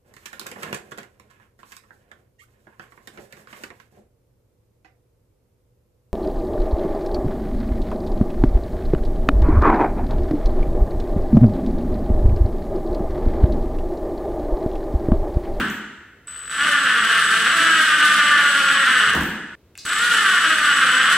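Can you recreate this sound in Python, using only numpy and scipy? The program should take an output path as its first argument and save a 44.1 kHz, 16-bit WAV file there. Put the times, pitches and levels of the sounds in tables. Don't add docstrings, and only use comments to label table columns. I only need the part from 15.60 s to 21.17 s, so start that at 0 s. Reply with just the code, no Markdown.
import sys
import numpy as np
from scipy import signal
from scipy.fft import rfft, irfft, next_fast_len
from scipy.io import wavfile
from scipy.ndimage import uniform_filter1d, minimum_filter1d, map_coordinates

SR = 44100
rng = np.random.default_rng(int(sys.argv[2]) if len(sys.argv) > 2 else 0)


def transcribe(signal):
    frames = np.atleast_2d(signal).T
    limited = np.clip(frames, -1, 1)
    pcm = np.round(limited * 32767).astype(np.int16)
    wavfile.write(sys.argv[1], SR, pcm)


N = 245637
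PREROLL_S = .5
M = N + round(PREROLL_S * SR)
TIME = np.arange(M) / SR - PREROLL_S

# (time [s], motor field rate [Hz], relative gear level [dB])
TRIGGER_PULLS = [
    [(-.4, 169.6, -17), (-.1, 140, -19.5), (0, 50, -20)],
    [(.672, 40, -33), (.89, 32.5, -37), (.909, 83.8, -27), (.969, 175, -23), (1.048, 198.7, -17.5),
     (1.15, 189.1, -18), (1.39, 149.5, -17.5), (1.6, 142.3, -17.5), (1.85, 147, -14.5), (1.93, 212, -17),
     (1.97, 219, -13.5), (2.29, 199.5, -15.5), (2.65, 193, -15), (3.13, 180.3, -16), (3.36, 165.6, -16),
     (3.44, 132.7, -16.5), (3.535, 49.87, -19.5)],
    [(4.251, 24.73, -17.5), (4.28, 197.3, -21.5), (4.37, 287, -18.5), (4.45, 318.5, -16), (4.5, 312.2, -16),
     (4.67, 249.8, -16), (4.85, 210.8, -16.5), (5.03, 195.3, -16.5), (5.3, 164.3, -15.5), (5.48, 175, -17),
     (5.52, 230.6, -13.5), (5.56, 252.9, -15)],
]
# (time [s], relative level [dB])
CREEP_KNOCKS = [(0.6802, -25), (0.714, -31), (0.7447, -23.5), (0.7615, -22.5), (0.78, -24), (0.799, -24),
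                (0.816, -22.5), (0.837, -21.5), (0.8562, -25), (0.879, -17), (0.897, -16), (0.9066, -16.5),
                (4.254, -25), (4.2652, -16), (4.278, -16), (4.29, -17)]
# (frequency [Hz], relative level [dB])
HOUSING_EQ = [(220, -69), (380, -33), (431, -12.5), (544, -18.5), (760, -22.5), (873, -20), (979, -21),
              (1040, -15.5), (1150, -7.5), (1500, -0.5), (1790, -5.5), (2250, -14.5), (2970, -12.5),
              (4870, -27), (6000, -29), (7800, -63.5), (13200, -120)]
# (frequency [Hz], width [Hz], gain [dB])
CASE_MODES = [(1173, 29, -5.5), (1237, 49, -14.5), (1380, 45, -7), (1453, 47, -7), (1528, 17, -8),
              (1591, 10, -8), (1674, 87, -11), (1764, 40, -7.5), (1916, 59, -13), (2090, 40, -7.5),
              (2676, 370, -14.5), (3006, 202, -4.5), (3370, 102, -7.5), (3660, 31, -25.5)]
# (multiple of field rate, relative level [dB])
ROTOR_ORDERS = [(1.07, -33), (1.5, -27), (3.03, -30)]
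# (on [s], off [s])
POWER_SPANS = [(-.4, -.15), (.672, 3.51), (4.247, 5.6)]
# (frequency [Hz], relative level [dB])
FIZZ_EQ = [(2060, -36.5), (3500, -5), (5050, -15.5), (7300, -15), (7920, -16.5), (10000, -14.5),
           (11200, -24), (13900, -29), (15900, -35.5)]
# (frequency [Hz], left-right likeness)
FIZZ_IMAGE = [(3000, 0.14), (8000, 0.68), (15000, .25)]
# (time [s], tick gain [dB], housing re tick [dB], bit ring re tick [dB])
CLICK_CUES = [(.0744, -36, -6, -30), (.0837, -31, -6, -25), (.1012, -22, -12, -22), (.118, -40, -5, -13),
              (.3247, -50, -6, -35), (.6724, -40, -6, -45), (3.5344, -16, 2, -50), (3.5514, -21, 4, -50),
              (3.6102, -25, 0, -20), (3.6346, -21, -5, -24), (3.652, -38, -5, -4), (3.8404, -49, -6, -35),
              (4.1535, -43, -10, -45), (4.177, -20, -20, -48), (4.2542, -21, -2, -50),
              (4.2584, -24, -6, -50), (4.2685, -16, -8, -50), (4.334, -25, -6, -50)]
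# (frequency [Hz], relative level [dB])
TICK_EQ = [(1500, -26), (2500, -9), (4000, -22), (6000, 0), (8000, 0), (10000, -5), (12000, -11),
           (16000, -9)]
# (frequency [Hz], relative level [dB], t60 [s])
BIT_MODES = [(7830, -8, .28), (10710, -12, .24), (14610, 4, .3), (15300, -3, .07)]
# (time [s], relative level [dB])
TAP_CUES = [(4.1533, -35), (4.177, -34.5)]
# (frequency [Hz], relative level [dB], t60 [s])
SCREW_MODES = [(1650, -1.5, 0.015), (2160, -4, 0.018), (2710, 6, 0.0123), (3370, -6, .01),
               (5900, -12, 0.013)]
# (time [s], relative level [dB])
THUMP_CUES = [(-.01, -18), (0.011, -28), (0.048, -29.5), (0.091, -51), (1.041, -33.5), (3.547, -16.5),
              (3.563, -20.5), (3.588, -27.5), (3.607, -21.5), (3.622, -26)]
# (frequency [Hz], relative level [dB], t60 [s])
DOOR_MODES = [(72, -15, .4), (148, -11, .25), (178, -6, .2), (213, 0, .35), (258, -8, .2), (315, -8, .18),
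              (348, -6, .25), (450, -12, .1)]
# (frequency [Hz], relative level [dB])
RATTLE_EQ = [(200, -31), (400, -2), (600, -4), (950, 3), (1300, -4), (3000, -22.5)]
# (time [s], relative level [dB])
SCRAPE_ENVELOPE = [(4.156, -64), (4.178, -62), (4.185, -34), (4.2, -43), (4.23, -48), (4.255, -40)]
# (frequency [Hz], relative level [dB])
SCRAPE_EQ = [(590, -60), (1000, -43), (2770, -16), (2870, -8), (3210, -18), (3480, -3.5), (4830, 2),
             (15000, -30.5)]
# (frequency [Hz], t60 [s])
ROOM_DECAY = [(60, 0.12), (160, 0.77), (420, 1.05), (1250, 1), (1580, 1.19), (1900, 1.3), (2900, 1.06),
              (7700, 0.98), (15000, 0.13)]
# (frequency [Hz], left-right likeness)
ROOM_IMAGE = [(60, 0.96), (150, 1.0), (380, 0.99), (950, 0.85), (2380, 0.89), (5980, -0.31), (15000, 0.37)]
# (frequency [Hz], relative level [dB])
AIR_EQ = [(15, -48.5), (25, -21), (70, -1), (200, -12), (430, -12), (770, -23.5), (2700, -30), (5100, -35),
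          (12000, -42.5), (16000, -39.5)]
# (frequency [Hz], rms level [dB])
ROOM_WHISTLES = [(9932, -92), (13835, -84)]


def gears(field_hz, gain, jitter, wander, scatter_db, grind, chatter_db):
    mesh_hz = 1.535 * field_hz
    teeth = np.flatnonzero(np.diff(np.floor(np.cumsum(mesh_hz) / SR)))
    teeth = teeth[field_hz[teeth] > 80]
    period = SR / mesh_hz[teeth]
    timing, strength = rng.standard_normal((len(teeth), 2)).T
    late = jitter * timing + wander * wobble(45)[teeth]
    hits = np.clip(teeth + late * period, 0, M - 1).astype(int)
    blows = np.bincount(hits, np.sqrt(period) * amp(scatter_db * strength), M)
    blows = signal.lfilter(*signal.butter(2, 850, "high", fs=SR), blows)
    noise = rng.standard_normal(M)
    load = gain * amp(chatter_db * wobble(65))
    force = load * (np.sqrt(1 - grind) * blows + np.sqrt(grind) * noise)
    for s, db in CREEP_KNOCKS:
        add(force, s, amp([db + 11.5]))
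    knocks = signal.fftconvolve(force, pulse(HOUSING_EQ))[:M]
    case = lambda f: 0.59 + sum(amp(db) * 1j * f * width / (hz * hz - f * f + 1j * f * width)
                                for hz, width, db in CASE_MODES)
    panel = lambda f: sum(amp(db) * np.exp(-((f - hz) * t60 / 4.6) ** 2) for hz, db, t60 in DOOR_MODES)
    return filtered(knocks, case) + amp(-1) * filtered(gain * noise, panel)


def trigger():
    field_hz, gain = np.zeros((2, M))
    for pull in TRIGGER_PULLS:
        s, hz, db = np.transpose(pull)
        running = (TIME >= s[0]) & (TIME < s[-1] + .01)
        field_hz[running] = np.interp(TIME[running], s, hz)
        gain[running] = amp(np.interp(TIME[running], s, db))
    power = sum((TIME >= on) & (TIME < off) for on, off in POWER_SPANS)
    return field_hz, gain, uniform_filter1d(power * 1., size=88)


def rotor_hum(field_hz, gain):
    turn = 2 * np.pi * np.cumsum(field_hz) / SR
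    hum = sum(amp(db + 4 * wobble(16)) * np.sin(order * turn + 1.4 * wobble(28))
              for order, db in ROTOR_ORDERS)
    return amp(-0.5) * gain * hum * np.clip(2.6 - field_hz / 130, 0, 1)


def drive_whine(field_hz, power, switch_hz=7990, crawl_hz=70):
    turn = 2 * np.pi * np.cumsum(field_hz) / SR
    switch = 2 * np.pi * switch_hz * TIME
    creep = np.clip(2 - 2 * field_hz / crawl_hz, 0, 1)
    lower = amp(-34.5 - 3.5 * creep + 1.2 * wobble(12))
    upper = amp(-41 + 2.5 * creep + (1 - creep) * 2.5 * wobble(11))
    tones = lower * np.sin(switch - turn) + upper * np.sin(switch + turn)
    tones += amp(-21) * lower * np.sin(switch)
    tones += amp(-16) * lower * (np.sin(switch - 2 * turn) + np.sin(switch - 4 * turn))
    tones += creep * amp(-64) * np.sin(1.5 * switch + 2.5 * wobble(300))
    return np.sqrt(2) * amp(1.4 * wobble(25)) * tones * power


def fizz(field_hz, gain, knee_hz=190, db_per_octave=4.5):
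    level = gain * amp(-17 + db_per_octave * np.log2(np.maximum(field_hz / knee_hz, 1)))
    hiss = coloured(stereo_noise(M, FIZZ_IMAGE), FIZZ_EQ)
    flares_db = 1.1 * wobble(9) + 2.3 * wobble(110)
    return level * amp(flares_db) * hiss


def clicks():
    track = np.zeros(M)
    for s, db, body_db, ring_db in CLICK_CUES:
        add(track, s, amp(db) * burst(TICK_EQ, t60=.003))
        add(track, s, amp(db + body_db) * burst(HOUSING_EQ, t60=.006))
        add(track, s, amp(db + ring_db) * ringing(BIT_MODES, attack_s=.003, blur=22))
    return track


def screw_taps():
    track = np.zeros(M)
    for s, db in TAP_CUES:
        add(track, s, amp(db) * ringing(SCREW_MODES, attack_s=.00062, blur=20))
    return track


def door_thumps():
    track = np.zeros(M)
    for s, db in THUMP_CUES:
        add(track, s, amp(db) * ringing(DOOR_MODES, attack_s=.0083, blur=7.7))
        add(track, s, amp(db - 6) * burst(RATTLE_EQ, t60=.11))
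    return track


def scrape():
    s, db = np.transpose(SCRAPE_ENVELOPE)
    hiss = coloured(rng.standard_normal(M), SCRAPE_EQ)
    return amp(np.interp(TIME, s, db, -120, -120) + 2 * wobble(120)) * hiss


def workshop_echo(send, cut_s=3.955):
    hz, t, spectra = signal.stft(stereo_noise(SR, ROOM_IMAGE), SR, nperseg=256)
    decay = amp(-60 * t / along(ROOM_DECAY, hz)[:, None])
    tail = signal.istft(spectra * decay, SR, nperseg=256)[1]
    tail = np.pad(tail / np.linalg.norm(tail[0]), ((0, 0), (200, 0)))
    before = np.clip((cut_s - TIME) / .004, 0, 1)
    echo = lambda part: signal.fftconvolve(part[None], tail, axes=1)[:, :M]
    return before * echo(send * before) + echo(send * (1 - before))


def room_tone():
    air = amp(-56) * coloured(stereo_noise(M, ROOM_IMAGE), AIR_EQ)
    return air + sum(np.sqrt(2) * amp(db) * np.sin(2 * np.pi * hz * TIME) for hz, db in ROOM_WHISTLES)


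def amp(db):
    return 10 ** (np.asarray(db) / 20)


def along(points, hz):
    knots_hz, values = np.transpose(points)
    return np.interp(np.log(hz + 1), np.log(knots_hz + 1), values)


def wobble(rate):
    return map_coordinates(rng.standard_normal(int(M * rate / SR) + 4), [np.arange(M) * rate / SR])


def filtered(x, response):
    size = next_fast_len(x.shape[-1] + 8192)
    return irfft(rfft(x, size) * response(np.fft.rfftfreq(size, 1 / SR)), size)[..., :x.shape[-1]]


def coloured(noise, eq):
    shaped = filtered(noise, lambda hz: amp(along(eq, hz)))
    return shaped / np.sqrt(np.mean(shaped ** 2) + 1e-20)


def stereo_noise(length, image):
    angle = lambda hz: np.arccos(np.clip(along(image, hz), -1, 1)) / 2
    weights = lambda hz: np.array([np.cos(angle(hz)), np.sin(angle(hz))])
    mid, side = filtered(rng.standard_normal((2, length)), weights)
    return np.array([mid + side, mid - side])


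def pulse(eq):
    cepstrum = irfft(np.log(amp(along(eq, np.fft.rfftfreq(4096, 1 / SR))) + 1e-4))
    cepstrum[1:2048] *= 2
    cepstrum[2049:] = 0
    knock = irfft(np.exp(rfft(cepstrum)))[:2048]
    return knock / np.linalg.norm(knock)


def burst(eq, t60):
    t = np.arange(SR // 4) / SR
    return signal.fftconvolve(amp(-60 * t / t60) * rng.standard_normal(len(t)), pulse(eq))


def ringing(modes, attack_s, blur):
    t = np.arange(SR // 2) / SR
    drift = lambda: blur * np.cumsum(rng.standard_normal(len(t))) / np.sqrt(SR)
    ring = sum(amp(db + rng.normal(0, 0.82) - 60 * t / t60) * np.sin(2 * np.pi * hz * t + drift())
               for hz, db, t60 in modes)
    return ring * (1 - np.exp(-t / attack_s))


def add(track, s, sound):
    part = track[round((s + PREROLL_S) * SR):][:len(sound)]
    part += sound[:len(part)]


def scene():
    field_hz, gain, power = trigger()
    tool = gears(field_hz, gain, jitter=.018, wander=.033, scatter_db=2.5, grind=.17, chatter_db=2.8)
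    tool += rotor_hum(field_hz, gain) + clicks() + screw_taps() + door_thumps() + scrape()
    hiss = fizz(field_hz, gain * np.maximum(power, .4))
    whine = drive_whine(field_hz, power)
    direct = amp(-2) * (tool + whine) * amp([[.15], [-.15]]) + hiss
    echo = amp(-4) * workshop_echo(tool + hiss[0] + .5 * whine)
    return (direct + echo + room_tone())[:, -N:]


def record(dry, ceiling=.66, top_hz=15900):
    needed = np.minimum(1, ceiling / (np.abs(dry).max(0) + 1e-9))
    gain = uniform_filter1d(minimum_filter1d(needed, size=265), size=133)
    return filtered(dry * gain, lambda hz: hz < top_hz)


dry = scene()
out = record(dry)
transcribe(out)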